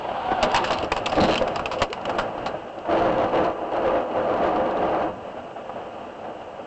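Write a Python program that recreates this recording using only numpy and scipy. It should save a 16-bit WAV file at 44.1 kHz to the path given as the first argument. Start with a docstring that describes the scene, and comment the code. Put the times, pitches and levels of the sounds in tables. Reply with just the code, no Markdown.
"""A wrecked van skids past a car, heard from a dashboard camera just behind that car's windscreen.
First the van's tyres squeal and its torn bodywork scrapes the road. For some two seconds fragments and
grit crack on the glass and heavier wreckage thumps the body, overloading the small microphone.
From about three seconds the car brakes hard, tyres scrubbing and groaning below the closed cabin;
after five it rolls on slowly, with a few jolts from the road."""
import sys
import numpy as np
from scipy import signal
from scipy.fft import irfft, next_fast_len
from scipy.io import wavfile

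SR = 44100
rng = np.random.default_rng(int(sys.argv[2]) if len(sys.argv) > 2 else 0)


def unload_audio(sound):
    """Save the sound as a 16-bit wav file, at the path given as the first command line argument."""
    columns = np.transpose(np.atleast_2d(sound))
    # keep every value between -1 and 1, then stretch to whole-number steps
    steps = np.round(np.clip(columns, -1, 1) * 32767)
    wavfile.write(sys.argv[1], SR, steps.astype(np.int16))


N = 293789
TIME = np.arange(N) / SR

# Fragments on the windscreen, right by the microphone. Each row: start in seconds, relative crack level
# in dB, ring pitch in Hz, ring in dB over the crack, knock level in dB, crack's 60 dB decay in seconds.
FRAGMENTS = [(0.316, -41, 1500, 6, -17.5, 0.041), (0.4274, -15, 3740, -6, -10.5, 0.074),
             (0.516, -22, 4496, -21, -38, 0.013), (0.5448, -12.5, 1760, -5, -13.5, 0.037),
             (0.561, -14.5, 2600, -12, -20, 0.04), (.5735, -22.5, 4300, -6, -30, 0.028),
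             (.641, -23, 1540, 1, -20, 0.098), (0.674, -29.5, 2740, 3, -42, 0.068),
             (0.7055, -23, 1340, -3, -13, 0.048), (0.7198, -23, 5170, -9, -35, 0.018),
             (0.7300, -22.5, 4130, -2, -35.5, 0.054), (0.786, -22.5, 4540, -13, -32, 0.013),
             (0.802, -37, 4500, -5, -38, .01), (0.826, -34, 2840, -1, -38, 0.089),
             (0.8451, -25, 5430, -9, -29, 0.0078), (0.918, -11.5, 2430, 10.5, -13.5, 0.033),
             (0.9644, -23, 2700, -5, -20, 0.023), (.975, -31.5, 2770, 0, -19, 0.08),
             (1.059, -18.5, 3570, 0, -39, 0.035), (1.0639, -13, 2730, 4, -18, 0.015),
             (1.0958, -32, 5000, -3, -29, 0.04), (1.119, -29, 1240, 1, -24, 0.11),
             (1.154, -28, 4350, -13, -37, 0.023), (1.204, -27.5, 4130, 3, -39, 0.17),
             (1.236, -23, 3970, -1, -21, 0.082), (1.280, -32, 4800, -2, -34, 0.011),
             (1.308, -21.5, 3000, 3, -28, .02), (1.322, -23, 3000, 7, -20.5, 0.022),
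             (1.356, -15, 2630, 10, -22.5, 0.017), (1.378, -16, 3110, 3, -27, 0.026),
             (1.4218, -25, 5000, -11, -27, 0.022), (1.4766, -31, 1490, -9, -26, 0.048),
             (1.5584, -22, 4970, -11, -20, 0.026), (1.594, -33, 1280, -9, -20.5, .035),
             (1.6572, -19.5, 2690, 7, -19, 0.027), (1.714, -32.5, 5000, -23, -20, 0.17),
             (1.735, -35, 5200, -16, -23, 0.028), (1.785, -38.5, 2900, 0, -43, 0.22),
             (1.8176, -15.5, 2000, -6, -10.5, 0.071), (1.902, -43, 4500, -8, -43, 0.038),
             (1.9286, -19, 2770, -7, -22.5, 0.015), (2.0127, -45, 2780, 0, -38, 0.057),
             (2.0537, -26, 2960, -4, -25, 0.022), (2.0942, -31.5, 1470, 0, -19, 0.07),
             (2.153, -32, 2680, 13, -31, 0.026), (2.184, -19.5, 1290, 10, -14.5, 0.13),
             (2.378, -48, 1390, 8, -26, .1), (2.4601, -31.5, 4000, -8, -22.5, 0.098)]
# Stones flung into the wheel arches, farther off, while braking. 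Each row reads as for the fragments.
STONES = [(2.787, -41, 2900, -4, -41, .03), (2.969, -33.5, 2760, 17, -36, 0.05),
          (3.448, -39, 4070, -7, -24, 0.033), (3.7334, -42, 3000, 2, -36, .02),
          (3.846, -51, 3000, 3, -33, .04), (4.3729, -46, 3980, -6, -26, 0.022),
          (4.4373, -35, 3100, 5, -28, .025), (4.56, -38, 3620, -2, -28, .035),
          (4.709, -39.5, 3820, 0, -31, 0.03), (4.77, -41, 3700, 2, -29, .035),
          (4.8254, -44, 3300, 2, -34, .02)]
# Spectra of a hit's bright crack and dull knock. Each row: frequency in Hz, level in dB.
CRACK_COLOUR = [(300, -15.5), (1000, -3.5), (1600, -1), (2100, 1.5), (2800, 5.5), (3600, -3.5),
                (5000, -3.5), (6300, -15.5), (7700, -9.5), (8600, -55)]
KNOCK_COLOUR = [(25, 2), (80, -13), (200, -13), (600, 0.5), (1000, 5), (1500, -6.5), (2200, -34.5),
                (3000, -18.5), (5000, -30), (8000, -50)]
def fragments(crack_gain_db=2, ring_width_hz=520, tail_db=-22, tail_t60=0.13, knock_t60=0.065,
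              flex_s=0.00046, contact_s=0.00057):
    """Each piece cracks and rings briefly at its own pitch; the struck panel flexes with a knock."""
    out, t = np.zeros(N), np.arange(8192) / SR
    ring_shape = np.array([(-2, -40), (-.5, -6), (0, 0), (.5, -6), (2, -40)])  # widths off centre, dB
    for start, crack_db, ring_hz, ring_db, knock_db, t60 in FRAGMENTS + STONES:
        ring = noise(ring_shape * [ring_width_hz, 1] + [ring_hz, 0], len(t))
        crack = unit(noise(CRACK_COLOUR, len(t)) + amp(ring_db) * ring) * amp(-60 * t / t60)
        crack += noise(CRACK_COLOUR, len(t)) * amp(tail_db - 60 * t / tail_t60)  # faint cabin tail
        crack *= 1 - np.exp(-t / contact_s)
        knock = noise(KNOCK_COLOUR, len(t)) * amp(-60 * t / knock_t60) * (1 - np.exp(-t / flex_s))
        add(out, start, amp(crack_db + crack_gain_db) * crack + amp(knock_db) * knock)
    return out


# Heavy blows on the body around the microphone, and later jolts from the road.
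# Each row: start in seconds, relative level in dB, 60 dB decay in seconds, panel note in Hz.
THUMPS = [(.049, -19.5, 0.063, 556), (.087, -16.5, 0.037, 740), (0.115, -17, 0.029, 684),
          (0.140, -18.5, 0.038, 680), (.315, -11.5, 0.062, 350), (.428, -12, 0.34, 609),
          (.545, -20.5, 0.29, 784), (.703, -15.5, 0.21, 615), (0.831, -17.5, 0.17, 443),
          (.919, -13.5, 0.053, 372), (.965, -30, .07, 740), (1.128, -14.5, 0.068, 745),
          (1.164, -19.5, 0.18, 578), (1.214, -12.5, 0.17, 197), (1.284, -15, 0.16, 790),
          (1.41, -12, 0.15, 555), (1.462, -19.5, 0.13, 627), (1.765, -24.5, 0.34, 522),
          (1.804, -19.5, 0.11, 900), (1.819, -6.5, 0.085, 577), (1.975, -25.5, 0.084, 920),
          (2.08, -27, 0.4, 757), (2.186, -22.5, 0.35, 820), (2.349, -26.5, 0.062, 740),
          (2.462, -19.5, 0.19, 791), (2.540, -22, 0.093, 610), (2.778, -29.5, 0.15, 560),
          (2.851, -25.5, 0.15, 910), (5.07, -35, 0.81, 191), (5.561, -28, 0.076, 680),
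          (5.693, -19, 0.044, 817), (5.758, -29.5, 0.35, 560), (6.008, -31, 0.072, 760),
          (6.24, -31.5, 0.25, 748), (6.282, -31, 0.23, 577), (6.59, -35, 0.12, 560)]
def thumps(gain_db=-1.0, rise_s=0.0021, note_t60=0.15):
    """Large panels take a few milliseconds to move, then boom, one note standing out at first."""
    out, t = np.zeros(N), np.arange(16384) / SR
    for start, db, t60, hz in THUMPS:
        note = amp(-60 * t / note_t60) * unit(np.sin(2 * np.pi * hz * t))
        panel = boom(edge_hz=1.2 * hz, size=len(t)) + note
        envelope = amp(gain_db + db - 60 * t / t60) * (1 - np.exp(-t / rise_s))
        add(out, start, panel * envelope)
    return out


# Body panels heard from inside, before the treble roll-off. Each row: frequency in Hz, level in dB.
PANEL_COLOUR = [(30, -19.5), (100, -7), (200, -4.5), (400, 4), (600, 9.5), (8000, 10.5)]
def boom(edge_hz, size, steepness=3.32):
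    """The dull noise of large body panels, falling away above an edge."""
    hz = np.geomspace(30, 9000, 40)
    colour = read(PANEL_COLOUR, hz) - 20 * np.log10(1 + (hz / edge_hz) ** steepness)
    return noise(np.column_stack([hz, colour]), size)


# The van's sliding tyres outside, dropping in pitch as it passes.
# Each row: time in seconds, level in dB, pitch in Hz.
SQUEAL = [(0, -51, 850), (.16, -33.5, 772), (.24, -36, 761), (.28, -26.5, 742), (.33, -25, 749),
          (.355, -29.5, 769), (.39, -25.5, 719.5), (.44, -31, 679), (.475, -27, 648), (.5, -46, 610)]
# Its torn bodywork scraping the road. Each row: time in seconds, level in dB.
SCRAPE = [(0, -35.5), (.12, -38.5), (.22, -31), (.4, -31), (.51, -26), (.57, -20), (.68, -30), (.85, -38)]
# Spectrum of that scrape. Each row: frequency in Hz, level in dB.
SCRAPE_COLOUR = [(200, -34), (700, 2), (930, 7.5), (1250, -1.5), (1500, -8), (2100, -13.5), (2800, -11),
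                 (3400, -12), (3900, -21.5), (4500, -22.5), (5500, -38), (8000, -40.5)]
def van(waver=0.01245, width_hz=38, octave_db=-15, hoarse=0.5, chatter_db=2.0):
    """A hoarse stick-slip squeal with a smeared octave, over the chatter of dragging metal."""
    times, _, hz = np.transpose(SQUEAL)
    pitch = np.interp(TIME, times, hz) * (1 + waver * wander(30.03))
    squeal = stick_slip(pitch, width_hz) + amp(octave_db) * stick_slip(2 * pitch, 2 * width_hz)
    squeal *= 1 + hoarse * wander(280)
    scrape = noise(SCRAPE_COLOUR, N) * level(SCRAPE) * amp(chatter_db * wander(53.1))
    return squeal * level(SQUEAL) + scrape


# The car's own tyres, below the cabin, bite once lightly, then again and again under hard braking.
# Each row: start and end in seconds, then levels of scrub, loose gravel and shudder in dB.
BITES = [(2.046, 2.306, -30.5, -54, -42), (2.872, 3.258, -19, -41.5, -32.5),
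         (3.306, 3.456, -18.5, -42.5, -36), (3.694, 4.009, -21.5, -48.5, -52),
         (4.092, 4.29, -21, -47.5, -38.5), (4.27, 4.717, -20, -46.5, -35.5),
         (4.734, 5.025, -21, -50, -35.5)]
# Spectra of the scrub, the gravel and the shuddering body. Each row: frequency in Hz, level in dB.
SCRUB_COLOUR = [(30, -32.5), (120, -22.5), (220, -17), (330, 0), (560, 0.5), (760, -3), (1000, -7),
                (1500, -18.5), (2100, -27.5), (2800, -30), (3600, -41), (8000, -62)]
GRAVEL_COLOUR = [(300, -5), (1300, 2), (2000, 1.5), (3000, -0.5), (3600, -7), (4300, -7), (5000, -19),
                 (6000, -16.5), (8000, -26.5)]
SHUDDER_COLOUR = [(20, -3.5), (60, -5.5), (130, -1.5), (230, 4), (330, 9), (600, -56.5)]
def braking(drag_db=-29, judder_db=1.5, boxiness=0.7):
    """Tyres grip and slip in quick turns, grinding loose stones; the body shudders as they bite."""
    shape = dict(attack_s=0.027, release_db_per_s=106.5, arch_db=2)
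    drag = swell(BITES[1][0], BITES[-1][1], drag_db, **shape)  # lighter scrub all through hard braking
    swells = [[swell(start, end, db, **shape) for db in levels] for start, end, *levels in BITES]
    bite, grind, shake = np.max(swells, axis=0)
    scrub = noise(SCRUB_COLOUR, N) * np.maximum(bite, drag)
    shudder = noise(SHUDDER_COLOUR, N) * shake
    gravel = grains(GRAVEL_COLOUR, per_s=900, spread_db=4.5) * grind
    tyres = shudder + (scrub + gravel) * amp(judder_db * wander(30))
    # Coming up through the body, the tyres excite the cabin more strongly.
    return ring_through(tyres, lambda hz: boxiness * cabin(hz))


# Short groans of skidding tyres, heard from inside the car.
# Each row: start and length in seconds, level in dB, first and last pitch in Hz.
GROANS = [(.485, 0.03, -21, 756, 790), (.515, 0.037, -21, 687, 720), (0.587, 0.07, -25.5, 363, 362),
          (.6, 0.051, -29.5, 713, 783), (1.887, 0.0453, -31, 280, 560), (2.07, 0.068, -34.5, 480, 550),
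          (2.873, 0.094, -24.5, 712.4, 676), (2.995, 0.08, -23.5, 699, 717),
          (3.02, 0.22, -26.5, 532.6, 546), (3.9, .09, -27.5, 537, 549), (4.14, 0.132, -29.5, 517, 523),
          (4.47, 0.24, -32.5, 511.3, 535), (4.52, 0.16, -28, 717, 723), (4.98, 0.12, -30.5, 677, 748)]
def groans(width_hz=22, fade_s=0.017):
    """For a moment the tread sticks and slips evenly, and the scrub turns into a note."""
    out, t = np.zeros(N), np.arange(12000) / SR
    for start, length, db, first_hz, last_hz in GROANS:
        fade = np.clip(np.minimum(t, length - t) / fade_s, 0, 1)
        pitch = np.interp(t, [0, length], [first_hz, last_hz])
        add(out, start, amp(db) * fade * stick_slip(pitch, width_hz))
    return out


def stick_slip(hz, width_hz):
    """The hoarse tone of sliding rubber, following a pitch curve; rms 1."""
    smooth = signal.butter(2, width_hz / 2, fs=SR, output="sos")
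    slips = signal.sosfilt(smooth, rng.standard_normal(len(hz)) + 1j * rng.standard_normal(len(hz)))
    slips /= np.sqrt(abs(slips) + 1e-12)  # friction limits the swing, which keeps the tone even
    return unit((slips * np.exp(2j * np.pi * np.cumsum(hz) / SR)).real)


def overrun(batter_db=3.5, floor_db=-10.0):
    """The car runs over wreckage, which batters the underside and sets the floor booming."""
    push = swell(start=1.148, end=1.22, db=-13, attack_s=0.051, release_db_per_s=90, arch_db=3)
    underside = boom(edge_hz=610, size=N) + amp(floor_db) * noise(SHUDDER_COLOUR, N)
    return underside * push * amp(-batter_db * wander(60))


# Showers of grit on the glass and bonnet, just ahead of the microphone.
# Each row: start and end in seconds, mid-shower level in dB.
SHOWERS = [(0.535, 0.746, -39.5), (1.145, 1.327, -28.5), (1.51, 1.556, -43)]
# Spectrum of the grit. Each row: frequency in Hz, level in dB.
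GRIT_COLOUR = [(150, 5.5), (700, 3.5), (1500, -0.5), (2100, -4), (2900, 0), (3600, -6.5), (4100, 0),
               (4500, -11), (5300, -11), (6200, -24), (7600, -19.5), (8500, -56)]
def grit(dust_db=-6, cloud_db=-61, chips_db=-60.5):
    """Grains of gravel in a hissing cloud of dust, thickening into showers, with a few sharper chips."""
    shape = dict(attack_s=0.039, release_db_per_s=231, arch_db=-5)
    cloud = swell(start=0.64, end=1.3, db=0, **shape)
    showers = sum(swell(*row, **shape) for row in SHOWERS)
    spray = grains(GRIT_COLOUR, per_s=600, spread_db=4.5)
    chips = grains(CRACK_COLOUR, per_s=75, spread_db=3)
    dusty_spray = unit(spray + amp(dust_db) * noise(GRIT_COLOUR, N))
    return (showers + amp(cloud_db) * cloud) * dusty_spray + amp(chips_db) * cloud * chips


# Tyre roar filling the cabin, loud through the wreckage and quiet once the car has slowed.
# Each row: time in seconds, level in dB.
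ROAD = [(0, -34), (.4, -30), (.55, -30.5), (.8, -28), (.9, -32), (1.05, -29.5), (1.3, -29.5), (1.5, -28),
        (1.78, -33), (1.88, -36.5), (1.98, -34), (2.2, -28.5), (2.34, -33.5), (2.4, -31.5), (2.84, -36.5),
        (5.15, -39), (5.3, -36), (6.66, -37)]
# Spectra of the roar and the rumble under it. Each row: frequency in Hz, level in dB.
ROAR_COLOUR = [(30, -24.5), (100, -17.5), (160, -14), (230, -7.5), (380, -3.5), (540, -1), (750, -2),
               (950, -8.5), (1250, -12), (2100, -24), (2850, -21.5), (3600, -34.5), (5000, -42),
               (8000, -56)]
RUMBLE_COLOUR = [(20, -3), (60, 0.5), (160, 2.5), (400, -40.5)]
def road(lumpy_db=0.8, rumble_db=16):
    """Tyre roar flutters with the uneven asphalt, over a rumble that fades faster as the car slows."""
    gain = level(ROAD)
    rumble = noise(RUMBLE_COLOUR, N) * gain ** 2 * amp(rumble_db)
    roar = noise(ROAR_COLOUR, N) * gain
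    return (roar + rumble) * amp(lumpy_db * wander(35))


# Resonances of the cabin and camera housing, at the dashboard.
# Each row: centre and width in Hz, relative gain in dB, negative where waves cancel.
CABIN = [(76.5, 17, 0.5), (135, 26, 2), (162, 54, -1), (195, 28, 1), (222, 26, 1.5), (249.5, 9.9, 7),
         (276.7, 24.5, -6.5), (336, 30, 0), (342, 31.6, 3), (387, 51, -6), (447.4, 32, 3.5),
         (487, 57.4, -5.5), (510.2, 23.3, 4.5), (545.5, 45, 2.5), (596, 22, -3.5), (623, 34, 2),
         (715, 16, -1.5), (693, 20, 1), (743.4, 15, 4), (904, 30, -2), (1017, 42, 2), (1056, 55, -5.5),
         (1115, 12, 2.5), (1126, 32, 0.5), (1177, 22, 3.5), (1357, 23, 1), (1360, 40, -1), (1400, 17, 2),
         (1470, 22, -0.5), (1605, 40, 2.5), (1840, 56, -3.5), (2160, 62, -4), (2450, 40, -2.5),
         (2550, 45, 4), (2814, 100, 4), (2893, 69, 1.5), (3077, 58, 4), (3570, 89, -5)]
def cabin(hz, echo_share=0.2, echo_s=0.01005, absorb_hz=1400, depth=1.104):
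    """Gain in dB of the closed cabin: resonances, and one rear reflection dulled by the seats."""
    echo = echo_share / (1 + (hz / absorb_hz) ** 4)
    comb = 20 * np.log10(abs(1 + echo * np.exp(-2j * np.pi * hz * echo_s)))
    resonances = sum(db / (1 + (2 * (hz - centre) / width) ** 2) for centre, width, db in CABIN)
    return comb + depth * resonances


def amp(db):
    """Decibels to gain."""
    return 10 ** (np.asarray(db) / 20)


def unit(x):
    """Scales to rms 1."""
    return x / np.sqrt(np.mean(x ** 2) + 1e-20)


def level(rows):
    """Gain over time from (s, dB) rows, dying away after the last."""
    times, db = np.transpose(rows)[:2]
    return amp(np.interp(TIME, times, db) - 690 * np.maximum(TIME - times[-1], 0))


def swell(start, end, db, attack_s, release_db_per_s, arch_db):
    """Gain over time: an attack, a hold that arches (or sags, if arch_db is negative), a release."""
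    place = np.clip((TIME - start) / (end - start), 0, 1)
    attack = np.clip((TIME - start) / attack_s, 0, 1)
    fade_db = release_db_per_s * np.maximum(TIME - end, 0)
    return attack * amp(db - arch_db * (2 * place - 1) ** 2 - fade_db)


def read(colour, hz):
    """A spectrum in dB, its points joined on a log-frequency axis."""
    points_hz, db = np.transpose(colour)
    return np.interp(np.log(hz + 1), np.log(points_hz + 1), db)


def add(mix, start_s, sound):
    """Mixes a sound in at the given time."""
    part = mix[max(round(start_s * SR), 0):][:len(sound)]
    part += sound[:len(part)]


def noise(colour, size):
    """Noise of rms 1 with the given spectrum and random phases."""
    length = next_fast_len(size)
    hz = np.fft.rfftfreq(length, 1 / SR)
    spectrum = amp(read(colour, hz)) * np.exp(2j * np.pi * rng.random(len(hz)))
    return unit(irfft(spectrum, length)[:size])


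def wander(rate_hz):
    """Random motion of rms 1, turning at the given rate."""
    knots = rng.standard_normal(2048)
    return unit(np.interp(TIME * rate_hz, np.arange(len(knots)), knots))


def grains(colour, per_s, spread_db):
    """Random tiny impacts, mostly small and a few large; rms 1."""
    clicks = (rng.random(N) < per_s / SR) * rng.choice([-1, 1], N)
    sizes = amp(spread_db * np.minimum(rng.exponential(1, N), 4))
    return unit(ring_through(clicks * sizes, lambda hz: read(colour, hz)))


def ring_through(x, db_of, size=8192):
    """Causal (minimum-phase) filter with the gain db_of(Hz)."""
    log_gain = np.log(amp(db_of(abs(np.fft.fftfreq(size, 1 / SR)))))
    response = np.fft.ifft(np.exp(np.conj(signal.hilbert(log_gain)))).real
    return signal.oaconvolve(x, response[:size // 2])[:N]


def scene():
    """Everything reaches the dashboard through the cabin, in mono."""
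    sources = road() + braking() + groans() + van() + grit() + fragments() + thumps() + overrun()
    return ring_through(sources, cabin)[None]


def gain_control(x, threshold_db=-15, share=0.3, recovery_db_per_s=50):
    """Loud blows pull the camera's gain down quickly, and it creeps back."""
    power = signal.lfilter(*signal.butter(1, 40, fs=SR), x ** 2)
    power_db = 10 * np.log10(abs(power) + 1e-12)
    fall_db = TIME * recovery_db_per_s
    held_db = np.maximum.accumulate(power_db + fall_db) - fall_db
    over_db = np.maximum(held_db - threshold_db, 0)
    return x * amp(-share * signal.lfilter(*signal.butter(1, 10, fs=SR), over_db))


# The small microphone's own hiss. Each row: frequency in Hz, level in dB.
HISS_COLOUR = [(100, 3.5), (4000, 2), (8000, 1), (9000, -40)]
def record(dry, hiss_db=-64.5, top=0.4, bottom=0.12, knee=3, coupling_hz=15, edge_hz=8250):
    """The camera's microphone: hiss, gain control, overload and a band limit."""
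    x = gain_control(dry[0] + amp(hiss_db) * noise(HISS_COLOUR, N))
    ceiling = np.where(x > 0, top, bottom)  # negative swings flatten first
    x = x / (1 + abs(x / ceiling) ** knee) ** (1 / knee)
    x = signal.lfilter(*signal.butter(2, coupling_hz, "highpass", fs=SR), x)
    lowpass = signal.firwin(201, edge_hz, window=("kaiser", 8), fs=SR)
    return signal.oaconvolve(x, lowpass, "same")[None]


dry = scene()
out = record(dry)
unload_audio(out)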